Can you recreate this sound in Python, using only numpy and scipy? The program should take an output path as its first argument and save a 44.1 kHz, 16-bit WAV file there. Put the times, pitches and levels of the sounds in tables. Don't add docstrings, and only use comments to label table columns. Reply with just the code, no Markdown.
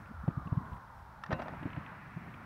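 import sys
import numpy as np
from scipy import signal
from scipy.fft import rfft, irfft, next_fast_len
from scipy.io import wavfile

SR = 44100
rng = np.random.default_rng(int(sys.argv[2]) if len(sys.argv) > 2 else 0)


def generate_wav(signal):
    frames = np.transpose(np.atleast_2d(signal))
    scaled = np.clip(frames, -1, 1) * 32767
    pcm = np.round(scaled).astype(np.int16)
    wavfile.write(sys.argv[1], SR, pcm)


N = 108045
TIME = np.arange(N) / SR


def from_db(db):
    return 10 ** (np.asarray(db) / 20)


def rms_one(x):
    return x / np.sqrt(np.mean(x ** 2) + 1e-20)


def in_time(rows):
    s, *columns = np.transpose(rows)
    return [np.interp(TIME, s, column) for column in columns]


def colour(x, spectrum):
    size = 2 * next_fast_len(N)
    half = size // 2
    table_hz, table_db = np.transpose(spectrum)
    bin_hz = np.arange(half + 1) * SR / size
    gain_db = np.interp(np.log(bin_hz + 1), np.log(table_hz), table_db)
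    gain = rms_one(from_db(gain_db))
    cepstrum = irfft(np.log(gain))
    cepstrum[1:half] *= 2
    cepstrum[half + 1:] = 0
    response = np.exp(rfft(cepstrum))
    return irfft(rfft(x, size) * response)[:N]


def noise(spectrum):
    return rms_one(colour(rng.standard_normal(N), spectrum))


def narrow_noise(centre_hz, width_hz):
    lowpass = signal.butter(2, width_hz / 2, fs=SR, output="sos")
    white = rng.standard_normal((2, N + SR // 4))
    a, b = signal.sosfilt(lowpass, white)[:, -N:]
    phase = 2 * np.pi * np.cumsum(centre_hz * np.ones(N)) / SR
    return rms_one(a * np.cos(phase) + b * np.sin(phase))


def burst(s, attack_s, t60):
    t = TIME - s
    swell = (np.minimum(t, 0) / attack_s) ** 2
    decay = np.log(1000) * np.maximum(t, 0) / t60
    return np.exp(-np.minimum(swell + decay, 40))


def click_train(s, gain):
    clicks = np.zeros(N)
    clicks[(s * SR).astype(int)] = gain
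    return clicks


def ring(x, hz, t60):
    r = np.exp(-np.log(1000) / (t60 * SR))
    w = 2 * np.pi * hz / SR
    return signal.lfilter([0, np.sin(w)], [1, -2 * r * np.cos(w), r * r], x + 1e-18)


def distant_rush():
    # (time [s], level [dB], treble level [dB])
    rush_curve = [(0, -56.5, -62.5), (.3, -53.5, -72), (.7, -52.5, -76), (.85, -57, -70), (1.2, -56.5, -70),
                  (1.3, -54.5, -63), (1.4, -51, -59.5), (1.65, -55.5, -53.5), (1.92, -52.5, -54.5),
                  (2.1, -59.5, -55.5), (2.45, -55, -57)]
    # (frequency [Hz], relative level [dB])
    rush_spectrum = [(200, -18), (420, -9), (680, -1.5), (1000, 2), (1450, 0.5), (1750, -8), (2200, -18),
                     (2700, -27.5), (4000, -29), (5500, -49.5), (7500, -61), (12000, -75)]
    # (frequency [Hz], relative level [dB])
    treble_spectrum = [(400, -14), (900, 1.5), (1300, 1), (1750, 3), (2500, -4), (3100, -16.5),
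                       (4200, -26.5), (6000, -53), (8000, -48), (12000, -68.5)]
    # (time [s], centre [Hz], level [dB])
    band_curve = [(0, 1480, -71), (.1, 1390, -58), (.25, 1320, -57), (.45, 1130, -53.5), (.6, 1030, -54),
                  (.8, 1020, -57.5), (.95, 920, -57.5), (1.2, 864.6, -62), (1.6, 902, -56),
                  (1.93, 1080, -66), (2.1, 1154, -76), (2.45, 1275, -62.5)]
    level_db, treble_db = in_time(rush_curve)
    centre_hz, band_db = in_time(band_curve)
    band = from_db(band_db) * narrow_noise(centre_hz, width_hz=146)
    treble = from_db(treble_db) * noise(treble_spectrum)
    return from_db(level_db) * noise(rush_spectrum) + treble + band


def rumble():
    # (time [s], level [dB])
    rumble_curve = [(0, -49), (.18, -62.5), (.45, -58), (.68, -50), (.85, -62.5), (1.25, -61.5),
                    (1.38, -48), (1.68, -49.5), (1.85, -53), (2.0, -53.5), (2.3, -49.5), (2.45, -52)]
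    # (frequency [Hz], relative level [dB])
    rumble_spectrum = [(40, -12.5), (90, 3), (130, 4.5), (190, 3.5), (280, -4.5), (420, -15), (800, -48)]
    level_db, = in_time(rumble_curve)
    return from_db(level_db) * noise(rumble_spectrum)


def wind():
    # (time [s], level [dB])
    gust_curve = [(0, -55.5), (.13, -55.5), (.2, -51.5), (.3, -55), (.43, -53), (.6, -60), (.75, -48.5),
                  (.8, -57.5), (.9, -60), (.99, -50.5), (1.1, -58.5), (1.27, -62), (1.37, -55), (1.6, -65),
                  (1.9, -66), (2.45, -67)]
    # (frequency [Hz], relative level [dB])
    gust_spectrum = [(15, -21), (32, -7.5), (50, 11.5), (72, 10), (110, 6), (200, -9), (400, -43.5)]
    # (time [s], level [dB])
    flutter_curve = [(.1, -73), (.16, -43.5), (.215, -41), (.255, -48), (.33, -63), (.4, -73)]
    gust_db, = in_time(gust_curve)
    flutter_db, = in_time(flutter_curve)
    flutter = from_db(flutter_db) * narrow_noise(centre_hz=74.2, width_hz=18.4)
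    return from_db(gust_db) * noise(gust_spectrum) + flutter


def ticks():
    # (time [s], level before the colouring [dB], pitch [Hz])
    tick_rows = [(0.058, -62, 2250), (.281, -62, 2400), (.307, -65, 2410), (0.473, -61.5, 2820),
                 (0.522, -70, 2820), (0.553, -68, 2820), (0.572, -70, 2800), (0.656, -70, 3320),
                 (.671, -68, 2400), (0.7324, -61.5, 3120), (0.767, -65, 2250), (1.571, -64, 2290),
                 (1.631, -55, 2160), (1.703, -58, 3000), (1.7311, -49, 2550), (1.7623, -55, 1900),
                 (1.863, -55, 2970), (2.3408, -55, 2550)]
    # (frequency [Hz], relative level [dB])
    tick_spectrum = [(500, -18), (1200, 6.5), (2400, 2.5), (3600, -6), (4600, -28.5), (6000, -18),
                     (9000, -46)]
    width_hz, t60_s = 880, 0.025
    out = np.zeros(N)
    for s, db, hz in tick_rows:
        b, a = signal.iirpeak(hz, hz / width_hz, fs=SR)
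        resonance = rms_one(signal.lfilter(b, a, rng.standard_normal(N)))
        out += from_db(db) * burst(s, 0.0002, t60_s) * resonance
    return colour(out, tick_spectrum)


def fence():
    # (time [s], typical level [dB])
    jolt_rows = [(1.308, -51.5), (1.328, -42), (1.397, -55), (1.420, -61)]
    # (frequency [Hz], level relative to the jolt [dB], 60 dB decay [s])
    mode_rows = [(270.4, 1, 0.099), (349.3, -2, 0.33), (530, -2, 0.25), (594, -5, .3), (711, -4.5, 0.48),
                 (1029, 2.5, 0.17), (1520, 1.5, 0.11), (1892, -3, 0.1), (2611, -10, .22), (2783, -11, 0.33),
                 (3830, -17.5, 0.14), (4030, -13.5, 0.083)]
    s, db = np.transpose(jolt_rows)
    out = np.zeros(N)
    for hz, mode_db, t60 in mode_rows:
        strength_db = db + mode_db + rng.normal(0, 1, len(s))
        sign = rng.choice([-1, 1], len(s))
        out += ring(click_train(s, from_db(strength_db) * sign), hz, t60)
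    return out


def knocks():
    # (time [s], level [dB], 60 dB decay of the crack [s])
    knock_rows = [(1.2372, -37, 0.023), (1.2382, -40.5, 0.012), (1.263, -44.5, 0.027), (1.3165, -45, 0.017),
                  (1.3267, -34, 0.022), (1.3303, -38, 0.029), (1.4191, -41.5, .045), (1.483, -43, 0.014)]
    # (frequency [Hz], relative level [dB])
    knock_spectrum = [(300, -32), (800, -4), (1350, 4), (1550, -6), (1830, 5), (2250, -18), (2750, -6.5),
                      (3050, -19), (3500, -12), (4000, -18.5), (4500, -19), (5800, -18.5), (6600, -40),
                      (10000, -45), (12500, -63)]
    # (frequency [Hz], level relative to the knock [dB], 60 dB decay [s])
    pole_modes = [(1360, -13, 0.018), (1747, -7.5, 0.029), (1894, -9, 0.034)]
    times, levels_db, _ = np.transpose(knock_rows)
    clicks = click_train(times, from_db(levels_db))
    hollow = sum(from_db(mode_db) * ring(clicks, hz, t60) for hz, mode_db, t60 in pole_modes)
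    envelope = sum(from_db(db) * burst(s, 0.00016, t60) for s, db, t60 in knock_rows)
    return colour(rng.standard_normal(N) * envelope, knock_spectrum) + hollow


def sand():
    # (time [s], level [dB], attack [s], 60 dB decay [s])
    scuff_rows = [(.284, -44, 0.0029, 0.042), (1.308, -36.5, 0.0028, 0.084), (1.320, -36.5, 0.0062, 0.055),
                  (1.329, -38, 0.0035, 0.065), (1.400, -39, .010, 0.07), (1.419, -40, 0.0024, 0.063),
                  (1.461, -43, 0.0055, 0.098), (1.483, -40.5, 0.0013, 0.063), (1.534, -48.5, 0.0064, 0.13),
                  (1.632, -48.5, .006, 0.073), (1.658, -49, 0.0045, 0.16), (1.765, -43.5, 0.0034, 0.083),
                  (2.274, -54, 0.037, 0.055)]
    # (frequency [Hz], relative level [dB])
    scuff_spectrum = [(100, -22), (250, 0), (430, -4.5), (650, 4), (1000, -5), (1500, -6), (2200, -16),
                      (3200, -25.5), (5500, -41), (9000, -55.5), (13000, -74)]
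    grains_per_s, grain_share = 2400, 0.65
    clod_depth_db, clod_rate_hz = 2.5, 90
    grains = rms_one((rng.random(N) < grains_per_s / SR) * rng.standard_normal(N))
    smooth = rng.standard_normal(N)
    grit = np.sqrt(grain_share) * grains + np.sqrt(1 - grain_share) * smooth
    waver = np.tanh(narrow_noise(0, 2 * clod_rate_hz))
    clods = rms_one(from_db(clod_depth_db * waver))
    envelope = sum(from_db(db) * burst(s, attack, t60) for s, db, attack, t60 in scuff_rows)
    return colour(grit * clods * envelope, scuff_spectrum)


def slaps():
    # (time [s], click level before the filter [dB])
    slap_rows = [(0.2804, -10.5), (.5275, -21.5), (1.656, -24.5), (2.172, -29.5)]
    # (frequency [Hz], relative level [dB])
    slap_spectrum = [(60, -15.5), (200, 6.5), (420, -1.5), (720, 0), (1100, -9.5), (1600, -25.5),
                     (3500, -39), (6000, -55.5), (12000, -64)]
    s, db = np.transpose(slap_rows)
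    return colour(-click_train(s, from_db(db)), slap_spectrum)


def hoof_thuds():
    # (time of the peak [s], level [dB], pitch at the peak [Hz], half length [s],
    #  octave overtone relative to the thud [dB])
    hoof_rows = [(.1138, -37, 208, 0.0049, -23), (.2405, -35, 171, 0.0042, -24),
                 (0.2852, -18, 149.4, 0.0052, -15), (.378, -24.5, 128, 0.005, -15.5),
                 (.463, -35.5, 142, .007, -17), (.4742, -30.5, 166, 0.0027, -16),
                 (0.527, -20.5, 129.6, 0.0045, -16), (.578, -20, 139, 0.0059, -31),
                 (.727, -39, 77.6, .013, -7), (1.3016, -35, 190, 0.0094, -14),
                 (1.332, -24.5, 119, 0.0043, -23), (1.3515, -37, 150, 0.0093, -11),
                 (1.531, -38, 148, 0.0061, -5.5), (1.603, -42, 115, 0.017, -13),
                 (1.631, -40.5, 135, 0.0038, 3.5), (1.66, -28.5, 136, 0.0046, -0.5),
                 (1.676, -38.5, 201, 0.008, -11.5), (1.747, -40, 133, 0.0052, -11),
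                 (1.779, -30, 139, 0.0068, -10.5), (2.1715, -31, 151.5, 0.0071, -17.5),
                 (2.282, -43.5, 169, .007, -9)]
    # (frequency [Hz], relative level [dB])
    ground_spectrum = [(40, -22.5), (75, 2.5), (140, -6), (260, -0.5), (450, -19.5), (900, -63.5)]
    rise, fall = 1.0, 1.08
    glide_per_s = 26
    tail_db, tail_t60_s = -26, 0.26
    thuds, tail = np.zeros(N), np.zeros(N)
    for s, db, hz, length, overtone_db in hoof_rows:
        t = TIME - s
        width = length * np.where(t < 0, rise, fall)
        swell = np.exp(-np.minimum(np.abs(t / width), 6) ** 2)
        phase = 2 * np.pi * hz * t * (1 + glide_per_s * t / 2)
        swing = np.cos(phase) - from_db(overtone_db) * np.cos(2 * phase)
        thuds += from_db(db) * swell * swing
        tail += from_db(db + tail_db) * burst(s, length, tail_t60_s)
    return thuds + tail * noise(ground_spectrum)


def scene():
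    background = distant_rush() + rumble() + wind()
    horse = ticks() + sand() + slaps() + hoof_thuds()
    return (background + fence() + knocks() + horse)[None]


def record(dry):
    # (frequency [Hz], relative level [dB])
    hiss_spectrum = [(1000, -13), (3000, 4), (5500, 3), (7000, -4.5), (12000, -4.5), (16000, -6)]
    hissy = dry + from_db(-76) * noise(hiss_spectrum)
    top_cut = signal.ellip(12, 0.1, 70, 15750, fs=SR, output="sos")
    return signal.sosfilt(top_cut, hissy)


dry = scene()
out = record(dry)
generate_wav(out)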